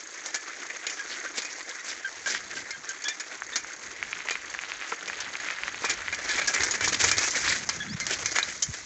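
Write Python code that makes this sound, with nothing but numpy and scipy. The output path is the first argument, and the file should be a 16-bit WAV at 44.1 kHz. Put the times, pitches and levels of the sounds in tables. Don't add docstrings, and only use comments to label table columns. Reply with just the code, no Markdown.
import sys
import numpy as np
from scipy import signal
from scipy.fft import rfft, irfft
from scipy.io import wavfile

SR = 44100
rng = np.random.default_rng(int(sys.argv[2]) if len(sys.argv) > 2 else 0)


def unload_audio(sound):
    columns = np.transpose(np.atleast_2d(sound))
    steps = np.round(np.clip(columns, -1, 1) * 32767)
    wavfile.write(sys.argv[1], SR, steps.astype(np.int16))


N = 390285

# (frequency [Hz], relative density [dB per Hz])
CLATTER_COLOUR = [(150, -26), (250, -10), (1110, -15), (1670, -1.5), (2350, -2), (2560, -9), (3290, -8),
                  (6390, -5), (7520, -6), (8460, -18), (11000, -67.5)]
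TILT_HZ = 2670


def from_db(db):
    return 10 ** (np.asarray(db) / 20)


def rms_one(x):
    return x / np.sqrt(np.mean(x ** 2) + 1e-20)


def in_time(rows):
    s, *columns = np.transpose(rows)
    return [np.interp(np.arange(N) / SR, s, column) for column in columns]


def drift(rate):
    step = 40
    pole = np.exp(-2 * np.pi * rate * step / SR)
    noise = rng.standard_normal(N // step + 2002)
    slow = signal.lfilter([1], [1, -2 * pole, pole * pole], noise)[2000:]
    return np.interp(np.arange(N) / step, np.arange(len(slow)), rms_one(slow))


def ring(clicks, hz, t60):
    radius = from_db(-60 / (t60 * SR))
    angle = 2 * np.pi * hz / SR
    resonator = [1, -2 * radius * np.cos(angle), radius * radius]
    return signal.lfilter([0, np.sin(angle)], resonator, clicks + 1e-18)


def swell(s, length):
    return np.exp(-2 * ((np.arange(N) / SR - s) / (length / 2)) ** 2)


def grains(per_s, spread_db):
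    sizes = from_db(spread_db * np.minimum(rng.exponential(1, N), 5))
    sizes = sizes * rng.choice([-1, 1], N)
    return sizes * (rng.random(N) < per_s / SR)


def colour(x, spectrum, patchy_db, rate, dull=1, bright=1):
    hz, db = np.transpose(spectrum)
    octave = np.log2(np.maximum(np.fft.rfftfreq(N, 1 / SR), 1))
    shaped = rfft(x) * from_db(np.interp(octave, np.log2(hz), db))
    shaped /= np.std(irfft(shaped, N))
    out = np.zeros(N)
    for centre in np.arange(6.5, 13.6, .5):
        triangle = np.maximum(1 - 2 * np.abs(octave - centre), 0)
        band = irfft(shaped * triangle, N)
        share = np.clip(centre - np.log2(TILT_HZ), 0, 1)
        flicker = from_db(patchy_db * drift(rate))
        out += band * flicker * dull ** (1 - share) * bright ** share
    return out


def wind():
    # (time [s], level before each octave's own growth [dB])
    strength = [(0.0, -82), (1.33, -77), (1.7, -84.5), (2.46, -64.5), (3.1, -82.5), (4.24, -62.5),
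                (4.49, -69), (5.49, -70.5), (5.82, -54.5), (6.51, -59), (7.15, -50), (7.81, -53.5),
                (8.85, -60)]
    # (middle [s], pitch [Hz], level [dB], length [s])
    thumps = [(7.917, 179, -31, 0.045), (7.95, 166, -24.5, 0.014), (8.697, 102, -31, 0.045)]
    mean_db = -66.5
    level_db, = in_time(strength)
    out = np.zeros(N)
    # (centre [Hz], offset [dB], growth [dB per dB of wind])
    for hz, db, growth in ((48, -4.5, 0.75), (80.6, -1.5, 0.84), (174, 0.0, 0.73)):
        octave = signal.butter(2, [hz / np.sqrt(2), hz * np.sqrt(2)], "band", fs=SR, output="sos")
        gust_db = mean_db + db + growth * (level_db - mean_db) + 4.7 * drift(7.0)
        rumble = rms_one(signal.sosfilt(octave, rng.standard_normal(N)))
        out += rumble * from_db(gust_db)
    t, waver = np.arange(N) / SR, drift(47.0)
    for s, hz, db, length in thumps:
        tone = np.sin(2 * np.pi * hz * (t - s) + 0.95 * waver)
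        out += from_db(db) * swell(s, length) * tone
    return out


def bird():
    # (middle [s], pitch at the middle [Hz], rms level at full height [dB], length of the swell [s])
    chirps = [(7.919, 4950, -42.5, 0.068), (8.328, 4700, -43, 0.04)]
    rise_hz_per_s = 26000
    out, t = np.zeros(N), np.arange(N) / SR
    for s, hz, db, length in chirps:
        phase = 2 * np.pi * (hz * (t - s) + rise_hz_per_s * (t - s) ** 2 / 2)
        shape = np.minimum(2 * swell(s, length), 1)
        out += np.sqrt(2) * from_db(db) * shape * np.sin(phase)
    return out


def chain():
    # (frequency [Hz], relative level [dB], t60 [s])
    link_modes = [(4575, -7.5, 0.026), (6550, 3, 0.016), (7270, -10, 0.04)]
    links_per_s, links_db, hiss_db = 29, -50, -18.5
    turns = np.cumsum(links_per_s * (1 + .08 * drift(2.4))) / SR
    fade = np.exp(-(turns % 1) / 0.15)
    scrape = fade * from_db(2.9 * drift(12.0)) * rng.standard_normal(N)
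    links = rms_one(sum(from_db(db) * ring(scrape, hz, t60) for hz, db, t60 in link_modes))
    treble = signal.butter(2, [5000, 7600], "band", fs=SR, output="sos")
    hiss = rms_one(signal.sosfilt(treble, scrape))
    return from_db(links_db) * (links + from_db(hiss_db) * hiss)


def squeaks():
    # (start [s], pitch [Hz], level before the envelope [dB], octave relative to the tone [dB])
    spring_tones = [(0.989, 1646, -27.5, -18), (1.256, 1570, -30.5, -30), (1.692, 1663, -33.5, -12),
                    (1.785, 1915, -34, -12), (2.044, 1567, -22.5, -16), (2.259, 1586, -22.5, -18),
                    (2.337, 1610, -30, -10), (2.562, 1570, -30, -18), (2.702, 2120, -30.5, -10),
                    (2.728, 1600, -34.5, -11), (2.885, 1574, -29.5, -14), (3.048, 1700, -27, -0.5),
                    (3.09, 1767, -27.5, -2), (3.525, 1824, -32.5, -1.5), (6.295, 1722, -19.5, -15),
                    (6.477, 1640, -21, -25), (7.799, 1690, -24.5, -3.5), (7.88, 1690, -40, -1),
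                    (8.005, 2090, -26.5, -12)]
    fade_s, attack_s = 0.029, 0.0097
    out, t, waver = np.zeros(N), np.arange(N) / SR, drift(58.0)
    for s, hz, db, octave_db in spring_tones:
        phase = 2 * np.pi * hz * t + .6 * waver
        since = np.maximum(t - s, 0)
        shape = (1 - np.exp(-since / attack_s)) * np.exp(-(since / fade_s) ** 2)
        tone = np.sin(phase) + from_db(octave_db) * np.sin(2 * phase)
        out += from_db(db) * shape * tone
    flutter = from_db(3 * drift(90))
    return out * flutter


def knocks():
    # (time [s], strength before each mode's level [dB])
    jolts = [(4.924, -29), (5.843, -25), (6.876, -26.5), (7.041, -22)]
    # (frequency [Hz], mean relative level [dB], t60 [s])
    frame_modes = [(475, -4.5, 0.072), (1006, 5, 0.016), (1168, -5, 0.076), (1340, 0, 0.034)]
    ping_s, ping_hz, ping_db, ping_t60_s = 8.429, 3900, -14, 0.024
    s, db = np.transpose(jolts)
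    favour_db = 3 * rng.standard_normal((len(jolts), len(frame_modes)))
    ping_click = np.arange(N) == round(ping_s * SR)
    out = ring(from_db(ping_db) * ping_click, ping_hz, ping_t60_s)
    for (hz, mode_db, t60), own_db in zip(frame_modes, favour_db.T):
        blows = np.zeros(N)
        blows[(s * SR).astype(int)] = from_db(db + mode_db + own_db)
        out += ring(blows, hz, t60)
    return signal.sosfilt(signal.butter(2, 300, "high", fs=SR, output="sos"), out)


def leaves():
    # (middle [s], level [dB], length of the swell [s])
    crushes = [(1.13, -37, 0.13), (1.385, -30, 0.066), (1.899, -35.5, 0.11), (2.325, -30.5, 0.15),
               (2.586, -36, 0.087), (4.908, -40, 0.098), (5.909, -27, 0.027), (6.148, -30.5, 0.02),
               (6.341, -29.5, 0.1), (6.548, -27, 0.054), (6.85, -25, 0.061), (6.947, -27, 0.018),
               (7.012, -21, 0.038), (7.089, -22.5, 0.038), (7.364, -26, 0.064), (7.503, -25.5, 0.2),
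               (8.124, -24.5, 0.077), (8.496, -29.5, 0.055)]
    clumpy = grains(4000, spread_db=2.5) * from_db(2.0 * drift(59.0))
    cracks = colour(clumpy, CLATTER_COLOUR, patchy_db=3.5, rate=30.0)
    return cracks * sum(from_db(db) * swell(s, length) for s, db, length in crushes)


def snaps():
    # (time [s], level of the crack before damping [dB], pitch [Hz])
    breaks = [(1.713, -21.5, 3600), (2.349, -10, 1800), (2.554, -25, 4200), (2.846, -24.5, 1630),
              (3.4207, -14.5, 1620), (3.646, -21, 1590), (4.0276, -9.5, 2240), (4.13, -11.5, 2420),
              (4.2049, -17, 2130), (4.274, -19, 2530), (4.2868, -9.5, 2040), (4.298, -11, 2400),
              (4.355, -10.5, 2180), (4.5411, -17, 2020), (4.5483, -14.5, 1700), (4.59, -12.5, 2370),
              (4.7191, -14, 2270), (4.814, -17.5, 2300), (4.8229, -17.5, 2030), (4.9205, -13, 2050),
              (5.0992, -14, 1740), (5.132, -17.5, 2320), (5.3541, -13, 2200), (5.4863, -13, 2200),
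              (5.5033, -12.5, 2210), (5.586, -17.5, 1740), (5.6351, -11.5, 2400), (5.6807, -9, 1900),
              (5.745, -15, 2240), (6.0821, -10, 2060), (6.583, -12, 2200), (6.964, -19, 2200),
              (7.478, -7.5, 1790), (8.3855, -4, 1540)]
    # (time [s], mean rate before heaping [per s])
    litter = [(0, 1.2), (3.9, 3.7), (4.2, 133), (5.8, 250), (7.6, 41), (7.75, 3.1), (8.85, 4.8)]
    out, t = np.zeros(N), np.arange(round(0.065 * SR)) / SR
    chance = rng.standard_normal((len(breaks), len(t)))
    for (s, db, hz), noise in zip(breaks, chance):
        body = np.sin(2 * np.pi * hz * t) * np.exp(-t * hz / 1.35)
        edge = .2 * noise * np.exp(-t / .0005)
        splinters = .007 * noise ** 3 * np.exp(-t / .01)
        at = round(s * SR)
        out[at:at + len(t)] += from_db(db) * (body + edge + ring(splinters, hz, 0.0031))
    per_s, = in_time(litter)
    per_s = per_s * from_db(5.9 * drift(5.7))
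    for hz in (1760, 2200, 3120, 4200):
        out += from_db(-37) * ring(grains(per_s, spread_db=3.5), hz, 4.7 / hz)
    return signal.sosfilt(signal.butter(2, 900, "high", fs=SR, output="sos"), out)


def rattles():
    # (time [s], strength [dB], brightness above the tilt [dB])
    bumps = [(0.2599, -20, 4), (0.3442, -12.5, 4), (0.867, -19.5, 7), (0.897, -24, 6.5), (0.9924, -27, 5),
             (1.42, -20, 2), (1.4481, -24, 4), (1.692, -27.5, 6), (2.2598, -22, 0), (2.2735, -16, -2),
             (2.318, -27, 8), (2.7073, -29.5, 8), (2.89, -27, 8), (3.04, -26, 10), (3.082, -18, 5),
             (3.1986, -21, 4.5), (3.5577, -13, 4), (4.3072, -13.5, -0.5), (4.612, -21, -3),
             (5.077, -17, -6), (5.203, -27, 6), (5.4005, -22, 0), (5.508, -19, -7), (5.846, -9, -2.5),
             (5.896, -20.5, 10.5), (6.126, -13.5, -5.5), (6.291, -14, 1), (6.3813, -12, -4),
             (6.4155, -13, -10), (6.474, -22.5, 17.5), (6.5398, -14.5, -2.5), (6.605, -13.5, -4),
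             (6.6339, -12, 2.5), (6.71, -19.5, 9.5), (6.739, -14, -7), (6.8081, -10, -4.5),
             (6.8779, -17.5, 12.5), (7.002, -19, 4.5), (7.0404, -12.5, 7.5), (7.1139, -7.5, 0.5),
             (7.1819, -9, 2), (7.2306, -15.5, 0.5), (7.262, -34, 17), (7.3054, -27.5, 18),
             (7.69, -12.5, 3.5), (8.001, -22, 8), (8.066, -18.5, 6.5), (8.259, -19.5, 10),
             (8.3584, -8, -1.5), (8.3855, -10, -4), (8.4298, -25, 11.5), (8.623, -28.5, 23),
             (8.739, -20, 0.5)]
    # (mean frequency [Hz], mean relative level [dB], t60 [s])
    metal_modes = [(1590, -29, 0.2), (1727, -18, 0.25), (2150, -20.5, 0.34), (2400, -12, 0.13),
                   (3136, -24, 0.059), (6850, -9, 0.045)]
    ring_db, crest_db = -22.5, 16
    rattle_t60_s, settle_t60_s, settle_db = 0.1, 0.45, -25
    blow_db, blow_s = -1, 0.0076
    detune, favour_db = .03, 3
    dull_force, bright_force, rings = np.zeros((3, N + SR))
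    contacts = rms_one(grains(4000, spread_db=2.5)) * from_db(0.91 * drift(86.0))
    t = np.arange(round(settle_t60_s * SR)) / SR
    dying = from_db(-60 * t / rattle_t60_s)
    dying += from_db(settle_db - 60 * t / settle_t60_s)
    dying += from_db(blow_db) * np.exp(-t / blow_s)
    chance = rng.standard_normal((len(bumps), 2, len(metal_modes)))
    for (s, db, bright_db), (offsets, favours) in zip(bumps, chance):
        at = round(s * SR)
        force = from_db(db - crest_db) * dying
        dull_force[at:at + len(t)] += force
        bright_force[at:at + len(t)] += force * from_db(bright_db)
        contacts[at + 20] = 0.81
        shower = force * np.resize(contacts[at:at + len(t)], len(t))
        for (hz, mode_db, t60), offset, favour in zip(metal_modes, offsets, favours):
            gain_db = mode_db + ring_db + favour_db * favour
            if hz > TILT_HZ:
                gain_db += bright_db
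            pair = sum(ring(shower, hz * (1 + detune * offset * side), t60) for side in (1, -1))
            rings[at:at + len(t)] += from_db(gain_db) * pair
    clatter = colour(contacts, CLATTER_COLOUR, patchy_db=3.0, rate=22.0,
                     dull=dull_force[:N], bright=bright_force[:N])
    return signal.sosfilt(signal.butter(2, 350, "high", fs=SR, output="sos"), rings[:N] + clatter)


def tyres():
    # (time [s], crunch level [dB], brightness above the tilt [dB])
    roll = [(0.0, -43, 4), (1.31, -39.5, 1), (1.6, -43, 4), (4.11, -42, 1.5), (5.3, -41.5, 0),
            (5.96, -38.5, 0.5), (6.43, -33.5, 2.5), (7.35, -34.5, 10.5), (7.86, -42.5, 2.5),
            (8.21, -37.5, 6.5), (8.85, -46, 8.5)]
    # (frequency [Hz], relative density [dB per Hz])
    crunch_colour = [(88, -59.5), (150, -25), (233, -13.5), (310, -3), (944, -6.5), (1570, 2.5), (2050, 4),
                     (2830, -8.5), (5010, -9.5), (6570, -3.5), (7520, -11.5), (8460, -16), (11000, -66)]
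    level_db, bright_db = in_time(roll)
    clump_db = .2 * (level_db + 52)
    grit = grains(5000, spread_db=2.8) * from_db(clump_db * drift(30.0))
    crunch = colour(grit, crunch_colour, patchy_db=2.6, rate=28.0, bright=from_db(bright_db))
    return from_db(level_db) * crunch


def scene():
    surroundings = wind() + bird()
    bicycle = chain() + squeaks() + knocks() + rattles()
    ground = leaves() + snaps() + tyres()
    return (surroundings + bicycle + ground)[None]


def record(dry):
    soft = signal.sosfilt(signal.butter(2, [45, 8000], "band", fs=SR, output="sos"), dry)
    rounded = .55 * np.tanh(soft / .55)
    return signal.sosfilt(signal.cheby2(12, 52, 8750, fs=SR, output="sos"), rounded)


dry = scene()
out = record(dry)
unload_audio(out)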